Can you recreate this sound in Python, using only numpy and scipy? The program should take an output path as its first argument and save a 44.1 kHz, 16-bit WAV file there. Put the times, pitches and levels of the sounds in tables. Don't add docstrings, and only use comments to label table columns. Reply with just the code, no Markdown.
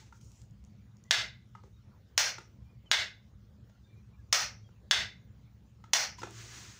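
import sys
import numpy as np
from scipy import signal
from scipy.fft import rfft, irfft, next_fast_len
from scipy.io import wavfile
from scipy.ndimage import uniform_filter1d

SR = 44100
rng = np.random.default_rng(int(sys.argv[2]) if len(sys.argv) > 2 else 0)


def bounce(signal):
    frames = np.transpose(np.atleast_2d(signal))
    limited = np.clip(frames, -1, 1)
    pcm = np.round(limited * 32767).astype(np.int16)
    wavfile.write(sys.argv[1], SR, pcm)


def voltage_ratio(level):
    return 10 ** (np.asarray(level, float) / 20)


N = 299439

# (time [s], chatter level [dB], plate note [Hz], note level [dB])
ON_SNAPS = [
    (1.1097, -8.5, 1770, -25),
    (2.9148, -12, 2260, -21.5),
    (4.9111, -9, 3650, -25),
]
OFF_SNAPS = [
    (2.1785, -16, 1620, -19),
    (4.3273, -11, 1285, -22),
    (5.9342, -10, 840, -29.5),
]
# (frequency [Hz], level [dB per Hz])
ON_COLOUR = [(150, -57.5), (300, -22), (600, -8.5), (1100, -10), (1700, -1.5), (2500, -7), (3700, -4),
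             (6400, -15.5), (7400, -21.5), (10500, -38), (13500, -48.5), (15000, -31.5), (16600, -38.5)]
OFF_COLOUR = [(150, -71), (300, -20.5), (550, -3.5), (1100, -9), (1900, -1.5), (2900, -4.5), (4600, -5),
              (6000, -1), (7400, -15), (10500, -27), (13500, -40.5), (15000, -16.5), (16600, -33)]
# (delay [s], level [dB])
ON_BOUNCES = [(.001, 0), (.002, -4), (.0046, -5), (.006, -4)]
OFF_BOUNCES = [(.0012, 1), (.0026, 7.5), (.0046, 0), (.006, -2.5)]
# (frequency [Hz], level [dB], t60 [s])
ON_PLATE = [(593, -37, 0.049), (1714, -29.5, 0.046), (2108, -25.5, .04), (3050, -26, 0.011),
            (3480, -30.5, 0.055), (3920, -25.5, 0.036), (4440, -23, 0.0074), (5300, -26, .03),
            (6220, -26.5, 0.022),
            (3600, -4, .005)]
OFF_PLATE = [(846, -17, 0.018), (1280, -26, .03), (1492, -37, 0.22), (2300, -46, .025), (3610, -22, 0.025),
             (4320, -36, 0.18), (5300, -20.5, 0.014), (5802, -23, 0.022), (6440, -20.5, 0.009)]
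# (frequency [Hz], level [dB])
ON_CAVITIES = [(1600, -24), (2080, -18), (3560, -20), (3900, -24)]
OFF_CAVITIES = [(1290, -26), (2150, -26), (5500, -21.5), (5950, -20)]
# (delay [s], level [dB])
WALLS = [(.013, -17), (0.02, -12), (.024, -14.5), (0.034, -14.5)]
# (frequency [Hz], t60 [s])
ROOM_T60 = [(300, 0.35), (700, 0.26), (1200, 0.24), (1600, 0.28), (2050, 0.29), (2700, 0.28), (3600, 0.23),
            (4500, 0.3), (5600, 0.28), (7500, 0.27), (11000, 0.29), (13000, 0.32), (15000, 0.22)]
# (frequency [Hz], loss [dB per s squared])
TREBLE_SOAK = [(3000, -1), (7000, 150.5), (12000, 551), (14500, 60)]

# (time [s], peak [dB], hollow note [Hz], crack level [dB], thud level [dB])
TAPS = [(.124, -34, 1386, -32, -26), (1.55, -29, 1280, -35.5, -22), (1.635, -44, 1206, -26, 2.5),
        (2.382, -26.5, 1387, -22.5, -35), (2.858, -52, 593, -23.5, -15), (3.695, -48, 636, -23.5, -20),
        (4.688, -49.5, 1403, -31.5, -6), (5.694, -62, 620, -28.5, -12), (5.8, -55, 1290, -36, 0),
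        (5.839, -34, 1306, -28, -27), (6.217, -32.5, 1380, -16, -8), (6.231, -18.5, 1346, -25, -9),
        (6.27, -30, 733, -27, -6), (6.499, -52, 2280, -30, -10)]
# (frequency [Hz], level [dB], t60 [s])
WALL_BOX = [(393, -20, 0.27), (506, -4.5, 0.039), (850, 1, 0.019), (1127, -5, 0.021)]
# (frequency [Hz], level [dB], t60 [s])
CREAK = [(985, -41, .075), (1040, -48, .05)]
# (time [s], peak [dB])
TICKS = [(.06, -72), (.165, -74), (.212, -55), (0.247, -60), (.26, -67), (.276, -70), (0.318, -56),
         (0.357, -60), (0.417, -55.5), (0.509, -66.5), (0.64, -60.5), (0.649, -61), (0.969, -63),
         (1.039, -54.5), (1.491, -76.5), (6.308, -46)]
# (frequency [Hz], level [dB per Hz])
TICK_COLOUR = [(1200, -41.5), (2200, -13.5), (4400, -12), (5500, -4.5), (6800, -1.5), (7800, -10),
               (11300, -26), (13500, -28), (15000, -19), (16000, -18.5)]
RUB_COLOUR = [(160, -31), (280, -7), (355, -5), (610, -17.5), (1140, -8.5), (1700, -6.5), (3000, -8.5),
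              (4600, -8.5), (6500, -5), (7700, -13), (10000, -26), (13300, -36), (15000, -21), (16000, -20)]
# (time [s], rise [s], hold [s], level [dB])
SLIDES = [(-.02, 0.012, 0.011, -60), (.045, 0.019, 0.015, -78), (1.545, .009, .006, -92),
          (1.628, .008, .03, -78), (6.165, 0.022, .006, -55)]
PEELS = [
    (.1, 0.057, 0.017, -70),
    (.2, 0.013, .21, -71),
]
SWEEPS = [
    (6.2, 0.2, .012, -51),
    (6.44, .11, 0.037, -55),
]

# (time [s], length [s], frequency [Hz], level [dB])
SQUEAKS = [(0.011, 0.041, 882, -71), (1.045, 0.059, 1970, -75), (1.724, 0.071, 3660, -82),
           (2.648, 0.12, 2420, -81.5), (2.856, 0.03, 3050, -71), (3.691, 0.1, 1420, -79.5),
           (3.817, 0.113, 3640, -82), (3.829, 0.052, 1620, -82), (3.865, 0.15, 2360, -77.5),
           (4.133, 0.029, 2420, -78.5), (4.176, 0.048, 1620, -76.5), (6.187, 0.025, 5100, -58),
           (4.639, 0.046, 3270, -75)]
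# (frequency [Hz], level [dB per Hz])
RUMBLE_COLOUR = [(12, -49.5), (20, -29.5), (27, -32.5), (28, -29.5), (35, -11), (49, -8.5), (65, 3.5),
                 (86, -7.5), (112, 5), (125, -2), (145, -12), (173, -10), (204, -5), (238, -19),
                 (330, -27.5), (430, -58.5), (730, -120)]
HISS_COLOUR = [(160, -26), (280, -5.5), (500, -8), (700, -13.5), (1100, -15.5), (2000, -19.5),
               (4500, -23.5), (7000, -26.5), (7900, -35.5), (10000, -37), (13500, -42), (15000, -27),
               (16000, -28)]
# (time [s], rise [s], hold [s], level [dB])
SWELLS = [
    (-.1, 0.082, 0.024, -69),
    (4.9, 0.063, 0.029, -46.5),
    (6.15, .1, 0.13, -58),
]
DRONE = [
    (6.2, .15, .17, -50),
]

SLIDE_FALL, PEEL_FALL, SWEEP_FALL, SWELL_FALL = 180, 330, 40.4, 130


def rocker(snaps, blow_db, tilt_db, colour, bounces, modes, cavities, wet_db):
    out, t = np.zeros(N), np.arange(512) / SR
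    for s, chatter_db, note_hz, note_db in snaps:
        bursts = sum(voltage_ratio(size_db) * np.exp(-((t - lag) / 0.00065) ** 2) for lag, size_db in bounces)
        grit = 1.3 * np.gradient(uniform_filter1d(rng.standard_normal(512), size=2))
        settling = np.clip((.011 - t) / 0.0038, 0, 1) * (t > .0005)
        blows = voltage_ratio(chatter_db - 11) * (bursts + 0.75) * grit * settling
        blows[0] = -1
        plate = ring(modes + [(note_hz, note_db, .03)], rise=0.00049)
        body = np.pad(impulse(colour, tilt_db), (0, 1024)) + plate
        snap = np.convolve(blows, body)
        add(out, s, voltage_ratio(blow_db) * snap)
        for lag, echo_db in WALLS:
            add(out, s + lag, voltage_ratio(blow_db + echo_db) * snap)
        add(out, s, voltage_ratio(blow_db + wet_db) * room(body))
        add(out, s, voltage_ratio(blow_db - 13.5) * linger(cavities))
    return out


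def impulse(spectrum, tilt_db=0):
    hz = np.fft.rfftfreq(2048, 1 / SR)
    level_db = along(spectrum, hz) + tilt_db * np.log2((hz + 1) / 3000)
    ceps = irfft(np.log(voltage_ratio(level_db) + 1e-6))
    ceps = np.r_[ceps[0], 2 * ceps[1:1024], np.zeros(1024)]
    pulse = irfft(np.exp(rfft(ceps)))[:1024]
    return pulse / np.abs(pulse).max()


def ring(modes, rise):
    t = np.arange(2048) / SR
    waves = 0
    for hz, db, t60 in modes:
        waves = waves + voltage_ratio(db + rng.normal(0, 0.5) - 60 * t / t60) * np.sin(2 * np.pi * hz * t)
    return waves * (1 - np.exp(-t / rise)) ** 2


def linger(modes):
    t = np.arange(SR // 2) / SR
    t60_s, width_hz = .37, 250

    def sway():
        return np.interp(t * width_hz, np.arange(200), rng.standard_normal(200))

    notes = 0
    for hz, db in modes:
        phase = 2 * np.pi * hz * t
        notes = notes + voltage_ratio(db) * (sway() * np.sin(phase) + sway() * np.cos(phase))
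    return notes * voltage_ratio(-60 * t / t60_s) * (1 - np.exp(-t / .008))


def room(x):
    hz, t, z = signal.stft(rng.standard_normal(SR // 2), SR, nperseg=256)
    decay_db = -60 * t / along(ROOM_T60, hz)[:, None] - t ** 2 * along(TREBLE_SOAK, hz)[:, None]
    tail = signal.istft(z * voltage_ratio(decay_db), SR, nperseg=256)[1][:SR // 2]
    tail = tail * np.clip(np.arange(SR // 2) / SR / 0.012 - .35, 0, 1)
    return signal.fftconvolve(x, tail / np.linalg.norm(tail))


def in_room(x, wet_db):
    out = voltage_ratio(wet_db) * room(x)
    return out + np.pad(x, (0, len(out) - len(x)))


def finger():
    return taps() + creak() + ticks() + rubbing()


def taps():
    out, t = np.zeros(N), np.arange(1025) / SR
    for s, db, hz, crack_db, thud_db in TAPS:
        plate = [(hz, 0, .02), (1.12 * hz, -6, .015), (900, -5, .02), (1650, -8, .012),
                 (2050, -12, .015), (2860, -18, .015)]
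        knock = ring(plate, rise=0.0025) + voltage_ratio(thud_db) * ring(WALL_BOX, rise=0.0035)
        scuff = voltage_ratio(-60 * t / 0.045) * (1 - np.exp(-t / 0.0009)) * rng.standard_normal(1025)
        crack = voltage_ratio(crack_db) * np.convolve(scuff, impulse(RUB_COLOUR, tilt_db=-3.0))
        knock = in_room(knock, wet_db=-8.5)
        add(out, s, voltage_ratio(db) * knock_and_crack(knock, in_room(crack, wet_db=-3.5)))
    return out


def knock_and_crack(knock, crack):
    both = np.zeros(max(len(knock), len(crack)))
    both[:len(knock)] += knock
    both[:len(crack)] += crack
    return both


def creak():
    out = np.zeros(N)
    add(out, 6.184, in_room(ring(CREAK, rise=.002), wet_db=-10))
    return out


def ticks():
    out, t = np.zeros(N), np.arange(1025) / SR
    for s, db in TICKS:
        snap = np.convolve(voltage_ratio(-60 * t / 0.0089) * rng.standard_normal(1025), impulse(TICK_COLOUR))
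        add(out, s, voltage_ratio(db - 5.5) * in_room(snap, wet_db=-8))
    return out


def rubbing():
    peeling = strokes(PEELS, PEEL_FALL) * noise(TICK_COLOUR, patchy_db=2.5)
    sliding = strokes(SLIDES, SLIDE_FALL) + strokes(SWEEPS, SWEEP_FALL)
    return peeling + sliding * noise(RUB_COLOUR, patchy_db=0.8)


def strokes(rows, fall):
    t = np.arange(N) / SR
    gain = np.zeros(N)
    for s, rise, hold, db in rows:
        release_db = fall * np.clip(t - s - rise - hold, 0, None)
        gain += voltage_ratio(db - release_db) * np.clip((t - s) / rise, 0, 1) ** 2
    return gain


def squeaks():
    out = np.zeros(N)
    for s, length, hz, db in SQUEAKS:
        t = np.arange(round(length * SR)) / SR
        waver_hz = .022 * hz * np.interp(t * 60, np.arange(20), rng.standard_normal(20))
        flutter = .9 + .7 * np.interp(t * 90, np.arange(30), rng.standard_normal(30))
        swell = np.sin(np.pi * t / length) ** .6
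        whistle = np.sin(2 * np.pi * np.cumsum(hz + waver_hz) / SR)
        add(out, s, voltage_ratio(db + 5.0) * flutter * swell * whistle)
    return out


def far_rumble():
    level = np.hypot(voltage_ratio(-55), strokes(SWELLS, SWELL_FALL))
    drone = strokes(DRONE, PEEL_FALL) * np.sin(2 * np.pi * 114 * np.arange(N) / SR)
    return level * noise(RUMBLE_COLOUR, patchy_db=2.0) + drone


def hiss():
    return voltage_ratio(-72.5) * noise(HISS_COLOUR, patchy_db=3.0)


def noise(spectrum, patchy_db):
    hz, _, z = signal.stft(rng.standard_normal(N + SR), SR, nperseg=4096)
    coloured = signal.istft(z * voltage_ratio(along(spectrum, hz))[:, None], SR, nperseg=4096)[1]
    z = signal.stft(coloured, nperseg=512)[2]
    field = uniform_filter1d(rng.standard_normal(z.shape), size=6, axis=0)
    field = uniform_filter1d(field, size=10, axis=1)
    return unit(signal.istft(z * voltage_ratio(patchy_db * unit(field)), nperseg=512)[1][:N])


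def unit(x):
    return x / np.sqrt(np.mean(x ** 2) + 1e-20)


def along(points, hz):
    f, v = np.transpose(points)
    return np.interp(np.log(hz + 1), np.log(f + 1), v)


def add(track, s, x):
    spot = track[round(s * SR):][:len(x)]
    spot += x[:len(spot)]


def scene():
    switch = rocker(ON_SNAPS, 4.42, 1.7, ON_COLOUR, ON_BOUNCES, ON_PLATE, ON_CAVITIES, wet_db=2.5)
    switch += rocker(OFF_SNAPS, 3.5, 1.55, OFF_COLOUR, OFF_BOUNCES, OFF_PLATE, OFF_CAVITIES, wet_db=4.5)
    return (switch + finger() + squeaks() + far_rumble() + hiss())[None]


def low_pass(x):
    return signal.sosfilt(signal.butter(12, 16670, fs=SR, output="sos"), x)


def record(dry):
    width = round(.03 * SR)
    power = signal.fftconvolve(dry ** 2, np.ones((1, width)) / width)
    power = np.abs(power)[:, round(.003 * SR):][:, :N]
    over_db = np.clip(10 * np.log10(power + 1e-12) + 31, 0, None)
    bass = signal.sosfiltfilt(signal.butter(2, 260, fs=SR, output="sos"), dry)
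    squeezed = (dry - bass) * voltage_ratio(-.7 * over_db) + bass * voltage_ratio(-.35 * over_db)
    m = next_fast_len(N + SR)
    hz = np.fft.rfftfreq(m, 1 / SR)
    split = 1 + voltage_ratio(-8.5) / (1 + ((hz - 6750) / 45) ** 2)
    shelf = voltage_ratio(-24) + 1 / (1 + (hz / 15600) ** 300)
    bass_cut = 1 / (1 + (43 / (hz + 1)) ** 4)
    response = split * shelf * bass_cut * (hz < 16600)
    return low_pass(irfft(rfft(squeezed, m) * response, m)[:, :N])


dry = scene()
out = record(dry)
bounce(out)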